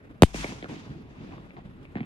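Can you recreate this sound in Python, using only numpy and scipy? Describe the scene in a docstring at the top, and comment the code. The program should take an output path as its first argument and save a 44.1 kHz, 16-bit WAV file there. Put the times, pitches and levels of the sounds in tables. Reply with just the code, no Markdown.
"""A firework shell bursts over an open field: two shock fronts 12 ms apart, each a crack over a falling sweep.
A suction dip and a deep swelling tone follow. The surroundings answer with single echoes (filtered sweeps
with noise cracks), washes of hiss and a rolling rumble (flickering noise bands), with faint crackles in them.
Near the end a mortar thumps farther off, its tube ringing. Soft noise lies behind it all; a limiter ducks the bang."""
import sys
import numpy as np
from scipy import signal
from scipy.io import wavfile
from scipy.ndimage import uniform_filter1d

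SR = 44100
rng = np.random.default_rng(int(sys.argv[2]) if len(sys.argv) > 2 else 0)


def wav_out(sig):
    """Save sig, one row per channel (or a flat mono array), as 16-bit PCM at SR to the path in sys.argv[1]."""
    wavfile.write(sys.argv[1], SR, np.round(np.clip(np.atleast_2d(sig).T, -1, 1) * 32767).astype(np.int16))


N = 90404
T = np.arange(N) / SR
BURST_S, FRONT_GAP_S = .2219, .0118

# Single echoes of the burst. Each row: start in seconds, body level in dB, body low cut in Hz,
# body high cut in Hz, crack centre in Hz, crack level in dB.
ECHOES = [(0.344, -20, 226, 770, 2450, -26.5), (0.4434, -23, 255, 1440, 2180, -24.5),
          (0.522, -30, 178, 454, 1040, -40), (0.694, -32, 240, 814, 796, -38),
          (0.864, -37.5, 60, 199, 493, -52), (0.889, -31.5, 60, 190, 500, -69),
          (0.903, -32, 59.6, 195, 500, -67)]
# Faint crackles. Each row: start in seconds, body level in dB, body low cut in Hz,
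# body high cut in Hz, crack centre in Hz, crack level in dB.
CRACKLES = [(0.626, -31, 226, 740, 2200, -33), (0.643, -31.5, 259, 1190, 1510, -30),
            (0.6584, -54, 600, 1404, 1240, -40), (1.323, -44.5, 407, 900, 2350, -45.5),
            (1.338, -52, 410, 900, 2000, -47.5), (1.381, -39.5, 660, 1010, 1096, -40),
            (1.506, -50, 427, 1040, 2200, -43), (1.567, -42, 506, 1500, 1890, -43.5),
            (1.572, -42, 400, 980, 860, -39), (1.853, -45.5, 307, 833, 2380, -43.5)]
# Mortar thumps and their echoes. Each row: start in seconds, body level in dB, body low cut in Hz,
# body high cut in Hz, crack centre in Hz, crack level in dB.
THUMPS = [(1.9547, -28.5, 110, 400, 1930, -33), (1.9691, -38.5, 130, 520, 1760, -34),
          (1.982, -43.5, 150, 480, 1710, -40.5), (1.9967, -40, 150, 380, 2800, -55),
          (2.0053, -28.5, 120, 320, 2140, -36), (2.031, -38.5, 135, 362, 2220, -43)]


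def from_db(db):
    """Decibels to gain."""
    return 10 ** (np.asarray(db) / 20)


def rms_one(x):
    """Scale to rms 1."""
    return x / np.sqrt(np.mean(x ** 2) + 1e-20)


def at_hz(points, hz):
    """Read a spectrum on a log-frequency axis."""
    f, v = np.transpose(points)
    return np.interp(np.log(hz), np.log(f), v)


def cut(x, hz, kind, order=2):
    """Butterworth filter."""
    sos = signal.butter(order, np.clip(hz, 10, .45 * SR), kind, fs=SR, output="sos")
    return signal.sosfilt(sos, x + 1e-18)


def dying(s, decay_s):
    """Sudden start, exponential decay."""
    return (T >= s) * np.exp(-np.maximum(T - s, 0) / decay_s)


def placed(pair):
    """A source slightly off centre, a little louder on the right."""
    pan_db = -.4
    return pair * from_db([[pan_db], [-pan_db]])


def lagged(pair, lag_s):
    """The sound reaches the right microphone a little later."""
    return np.array([pair[0], np.interp(T - lag_s, T, pair[1])])


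def narrowed(pair, width):
    """Keep only a share of the side sound."""
    mid = pair.mean(axis=0)
    return mid + width * (pair - mid)


def drift(corner_hz):
    """Slow random wander of rms 1: noise through two equal one-pole lowpasses."""
    step = 40  # samples between points of the wander
    r = np.exp(-2 * np.pi * corner_hz * step / SR)
    settle = 2000  # points dropped while the filter settles
    white = rng.standard_normal(N // step + settle + 2)
    slow = signal.lfilter([1], [1, -2 * r, r * r], white)[settle:]
    return np.interp(np.arange(N) / step, np.arange(len(slow)), rms_one(slow))


def banded_noise(colour, patchiness, air_db_per_s=0, pan=None):
    """Stereo noise in bands whose levels flicker, partly together; rms 1 before the air dulls it."""
    # Likeness of left and right. Each row: frequency in Hz, correlation from -1 to 1.
    likeness = [(40, 1), (300, 0.77), (700, 0.093), (1400, 0.76), (3000, 0.11), (8000, 0.032)]
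    air_from_s, air_ref_hz = .092, 8030  # full air loss applies from the reference pitch up
    air_age = np.maximum(T - air_from_s, 0)
    edges = np.geomspace(22, 17000, 23)
    white = rng.standard_normal((2, 2, N))
    together = drift(31)
    out, power = 0, 0
    for k, (low, high) in enumerate(zip(edges, edges[1:])):
        hz = np.sqrt(low * high)
        if not colour[0][0] / 2 < hz < colour[-1][0] * 2:
            continue
        # neighbouring bands take turns on two independent noises
        mid, side = cut(white[k % 2], [low, high], "band")
        alike = np.clip(at_hz(likeness, hz), -1, 1)
        pair = np.sqrt(1 + alike) * mid + np.sqrt(1 - alike) * side * [[1], [-1]]
        flicker_db = patchiness * (together + drift(9.1)) / 2
        band = from_db(at_hz(colour, hz) + flicker_db) * pair
        if pan:
            band = band * from_db(at_hz(pan, hz) * np.array([[.5], [-.5]]))
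        power += np.mean(band ** 2)
        # later sound has crossed more air and loses its top
        air_db = air_db_per_s * air_age * min(hz / air_ref_hz, 1) ** 2
        out = out + band * from_db(-air_db)
    return out / np.sqrt(power)


def sweep(s, hold_s):
    """One pressure front: a sudden edge whose lower pitches arrive later."""
    turns, start_s = 1.4, .00115  # pitch in Hz is turns / (start + age)
    end_s, fade_power = .029, 3.1  # the sweep dies out around end_s; the power sets how steeply hold ends
    age = np.maximum(T - s, 0)
    fade = np.exp(-(age / end_s) ** 4) / (1 + (age / hold_s) ** fade_power)
    return (T >= s) * fade * np.cos(2 * np.pi * turns * np.log1p(age / start_s))


def smeared(x):
    """Add a short random train of reflections that swells quickly and decays."""
    train_db, rise_s, decay_s = -7, .0054, .012
    age = T[:SR // 10]
    train = rng.standard_normal(len(age)) * np.exp(-age / decay_s) * (1 - np.exp(-age / rise_s))
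    train = train / np.linalg.norm(train)
    return x + from_db(train_db) * signal.fftconvolve(x, train)[:N]


def reports(rows, hold_s):
    """Bodies of far fronts, thinned, dulled and smeared on their way."""
    out = 0
    for s, db, low_hz, high_hz, *_ in rows:
        thinned = cut(sweep(s, hold_s), low_hz, "high")
        dulled = cut(thinned, high_hz, "low", order=3)
        out = out + from_db(db) * smeared(dulled)
    return out


def field():
    """The quiet background: steady coloured noise with flickering bands."""
    # Background colour. Each row: frequency in Hz, density in dB per Hz.
    field_colour = [(25, -10), (50, 0), (130, 0), (270, -3.5), (450, -10.5), (800, -20.5), (1500, -21.5),
                    (2700, -29), (4000, -40.5), (6000, -47.5), (11000, -47.5), (16000, -102)]
    level_db = -47
    return from_db(level_db) * banded_noise(field_colour, patchiness=3.5)


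def scatter():
    """The bang rolls back in washes of hiss and rumble that swell and die away."""
    # Scattered washes. Each row: start in seconds, rise in seconds, decay in seconds,
    # treble level in dB, middle level in dB, rumble level in dB.
    washes = [(0.237, 0.011, 0.074, -37.5, -44.5, -41.5), (0.328, 0.032, 0.12, -31, -68, -38),
              (0.409, 0.032, 0.037, -38, -43, -66), (0.486, 0.005, 0.068, -61, -49, -41),
              (0.681, 0.0096, 0.2, -42, -51.5, -39.5), (0.851, 0.01, 0.14, -96, -82, -43),
              (1.077, 0.03, 1, -53, -65, -52.5), (1.17, 0.066, 0.076, -48.5, -63.5, -41.5),
              (1.29, 0.044, 0.065, -50, -51, -42.5), (1.559, 0.03, 0.01, -50, -48.5, -42)]
    # Hiss colour. Each row: frequency in Hz, density in dB per Hz.
    treble_colour = [(1200, -8.5), (2000, -5), (2900, -5), (4000, -9.5), (6000, -5.5), (8000, -7.5),
                     (11000, -19.5), (14500, -41)]
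    # Middle colour. Each row: frequency in Hz, density in dB per Hz.
    middle_colour = [(300, -13.5), (500, -7.5), (800, 13), (1300, -6), (1900, -13), (2800, -38.5)]
    # Rumble colour. Each row: frequency in Hz, density in dB per Hz.
    rumble_colour = [(25, -17), (50, -9.5), (85, -6), (150, 3.5), (280, 2), (420, -9.5), (700, -30.5),
                     (1500, -48.5)]
    power = 0
    for s, rise_s, decay_s, *levels_db in washes:
        rise = np.clip((T - s) / rise_s, 0, 1)
        swell = rise * np.exp(-np.maximum(T - s - rise_s, 0) / decay_s)
        power = power + np.outer(from_db(levels_db), swell) ** 2
    treble, middle, rumble = np.sqrt(power)
    return (treble * banded_noise(treble_colour, patchiness=2.5, air_db_per_s=30.5)
            + middle * banded_noise(middle_colour, patchiness=2.5)
            + rumble * banded_noise(rumble_colour, patchiness=2.5))


def mortar():
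    """Far thumps ring the tube's hollow tone and overtones, and trail a rattle of small reflections."""
    # Tube overtones struck by each thump. Each row: frequency in Hz, level in dB relative to
    # the thump's crack, time to fall by 60 dB in seconds.
    tube_overtones = [(553, -21, 0.04), (730, -0.5, 0.033), (790, -13, 0.052)]
    tube_hz, tube_q, tube_db = 221.5, 3.4, 9
    clicks_per_s, rattle_db, rattle_decay_s = 1500, -12, .028
    body = reports(THUMPS, hold_s=.014)
    hollow = from_db(tube_db) * signal.lfilter(*signal.iirpeak(tube_hz, tube_q, fs=SR), body)
    overtones, trail_power = 0, 0
    for s, *_, crack_db in THUMPS:
        for hz, mode_db, t60_s in tube_overtones:
            ring = dying(s, t60_s / np.log(1000)) * np.sin(2 * np.pi * hz * (T - s))
            overtones = overtones + from_db(crack_db + mode_db) * ring
        trail_power = trail_power + (from_db(crack_db + rattle_db) * dying(s, rattle_decay_s)) ** 2
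    clicks = (rng.random(N) < clicks_per_s / SR) * rng.standard_normal(N)
    rattle = np.sqrt(trail_power) * rms_one(cut(clicks, [750, 2600], "band", order=3))
    return placed(body + hollow + overtones + rattle)


def far_cracks():
    """Each far front starts with a rough crack of its own colour and strength, and trails a short rustle."""
    spread = 1.104  # band edges as a ratio to the centre
    crack_decay_s, tail_db, tail_decay_s = .0014, -21, .04
    side_share, top_hz = .4, 4300
    out = 0
    for s, *_, hz, db in ECHOES + CRACKLES + THUMPS:
        noise = rms_one(cut(rng.standard_normal((2, N)), [hz / spread, hz * spread], "band"))
        snap = dying(s, crack_decay_s)
        crack = snap * noise
        # give every crack the energy of its envelope, whatever the noise drew
        crack = crack * np.linalg.norm(snap) / np.linalg.norm(crack, axis=1, keepdims=True)
        mid, side = crack + from_db(tail_db) * dying(s, tail_decay_s) * noise
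        out = out + from_db(db) * (mid + side_share * side * [[1], [-1]])
    return cut(out, top_hz, "low", order=6)


def far_reports():
    """Bodies of the burst's echoes and of the crackles, slightly off centre."""
    return placed(reports(ECHOES, hold_s=.014) + reports(CRACKLES, hold_s=.009))


def boom():
    """A deep tone that swells and fades after the burst under a bell-shaped envelope."""
    hz, level_db, centre_s, width_s = 50, -35, .365, .07
    age = np.maximum(T - BURST_S - FRONT_GAP_S, 0)
    swell = np.exp(-((T - centre_s) / width_s) ** 2 / 2)
    return from_db(level_db) * (age > 0) * swell * np.sin(2 * np.pi * hz * age)


def suction():
    """The pressure dips below rest behind the second front, then returns."""
    depth_db, deepest_s = -17.5, .011
    age = np.maximum(T - BURST_S - FRONT_GAP_S, 0) / deepest_s
    return -from_db(depth_db) * age * np.exp(1 - age)


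def burst():
    """Two shock fronts, each a falling sweep with a bright crack and a brief sizzle."""
    # Shock fronts. Each row: body level in dB, hold in seconds, crack level in dB,
    # lag of the body at the right microphone in seconds.
    shocks = [(1.5, 0.034, -7.5, 0.00023), (6, 0.008, -10, .00005)]
    # Crack colour. Each row: frequency in Hz, density in dB per Hz.
    crack_colour = [(900, -26.5), (1600, -8.5), (2400, -1.5), (3300, 2), (4800, -1.5), (6500, -8.5),
                    (8700, -2.5), (11000, -19.5), (16000, -22)]
    # Crack balance ahead of the narrowing. Each row: frequency in Hz, left minus right in dB.
    crack_pan = [(1000, -2.5), (2300, -6.5), (4300, -2), (8500, 4), (14000, -6.5)]
    crack_decay_s, sizzle_db, sizzle_decay_s = .0012, -24, .014
    body, edge = 0, 0
    for k, (db, hold_s, crack_db, lag_s) in enumerate(shocks):
        s = BURST_S + k * FRONT_GAP_S
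        front = placed(cut(sweep(s, hold_s), 4530, "low"))
        body = body + from_db(db) * lagged(front, lag_s)
        edge = edge + from_db(crack_db) * dying(s, crack_decay_s)
        edge = edge + from_db(sizzle_db) * dying(s, sizzle_decay_s)
    noise = banded_noise(crack_colour, patchiness=1.5, pan=crack_pan)
    return body + edge * narrowed(noise, width=.7)


def scene():
    """Burst, echoes, crackles and mortar over the field's background."""
    near = burst() + boom() + suction()
    # the deepest part favours the left microphone
    tilt_db, tilt_hz = -7.5, 89
    near = near + from_db(tilt_db) * cut(near, tilt_hz, "low", order=1) * [[1], [-1]]
    far = far_reports() + far_cracks() + mortar() + scatter() + field()
    return near + lagged(far, lag_s=.00026)


def record(dry):
    """A limiter ducks under the bang and recovers; peaks that slip past are flattened, the top is cut."""
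    limit_db, release_db_per_s, attack_s = -3, 68.5, .00035
    level_db = 20 * np.log10(uniform_filter1d(np.abs(dry).max(axis=0), size=31) + 1e-9)
    excess_db = np.maximum(level_db - limit_db, 0)
    # hold the largest excess while it recovers along a straight line in dB
    recovery_db = release_db_per_s * T
    ducked_db = np.maximum.accumulate(excess_db + recovery_db) - recovery_db
    r = np.exp(-1 / (attack_s * SR))
    ducked = dry * from_db(-signal.lfilter([1 - r], [1, -r], ducked_db))
    ceiling = .92
    flattened = ducked / (1 + np.abs(ducked / ceiling) ** 8) ** (1 / 8)
    stop_hz = 17384  # 70 dB down from here up
    return signal.sosfilt(signal.cheby2(12, 70, stop_hz, fs=SR, output="sos"), flattened)


dry = scene()
out = record(dry)
wav_out(out)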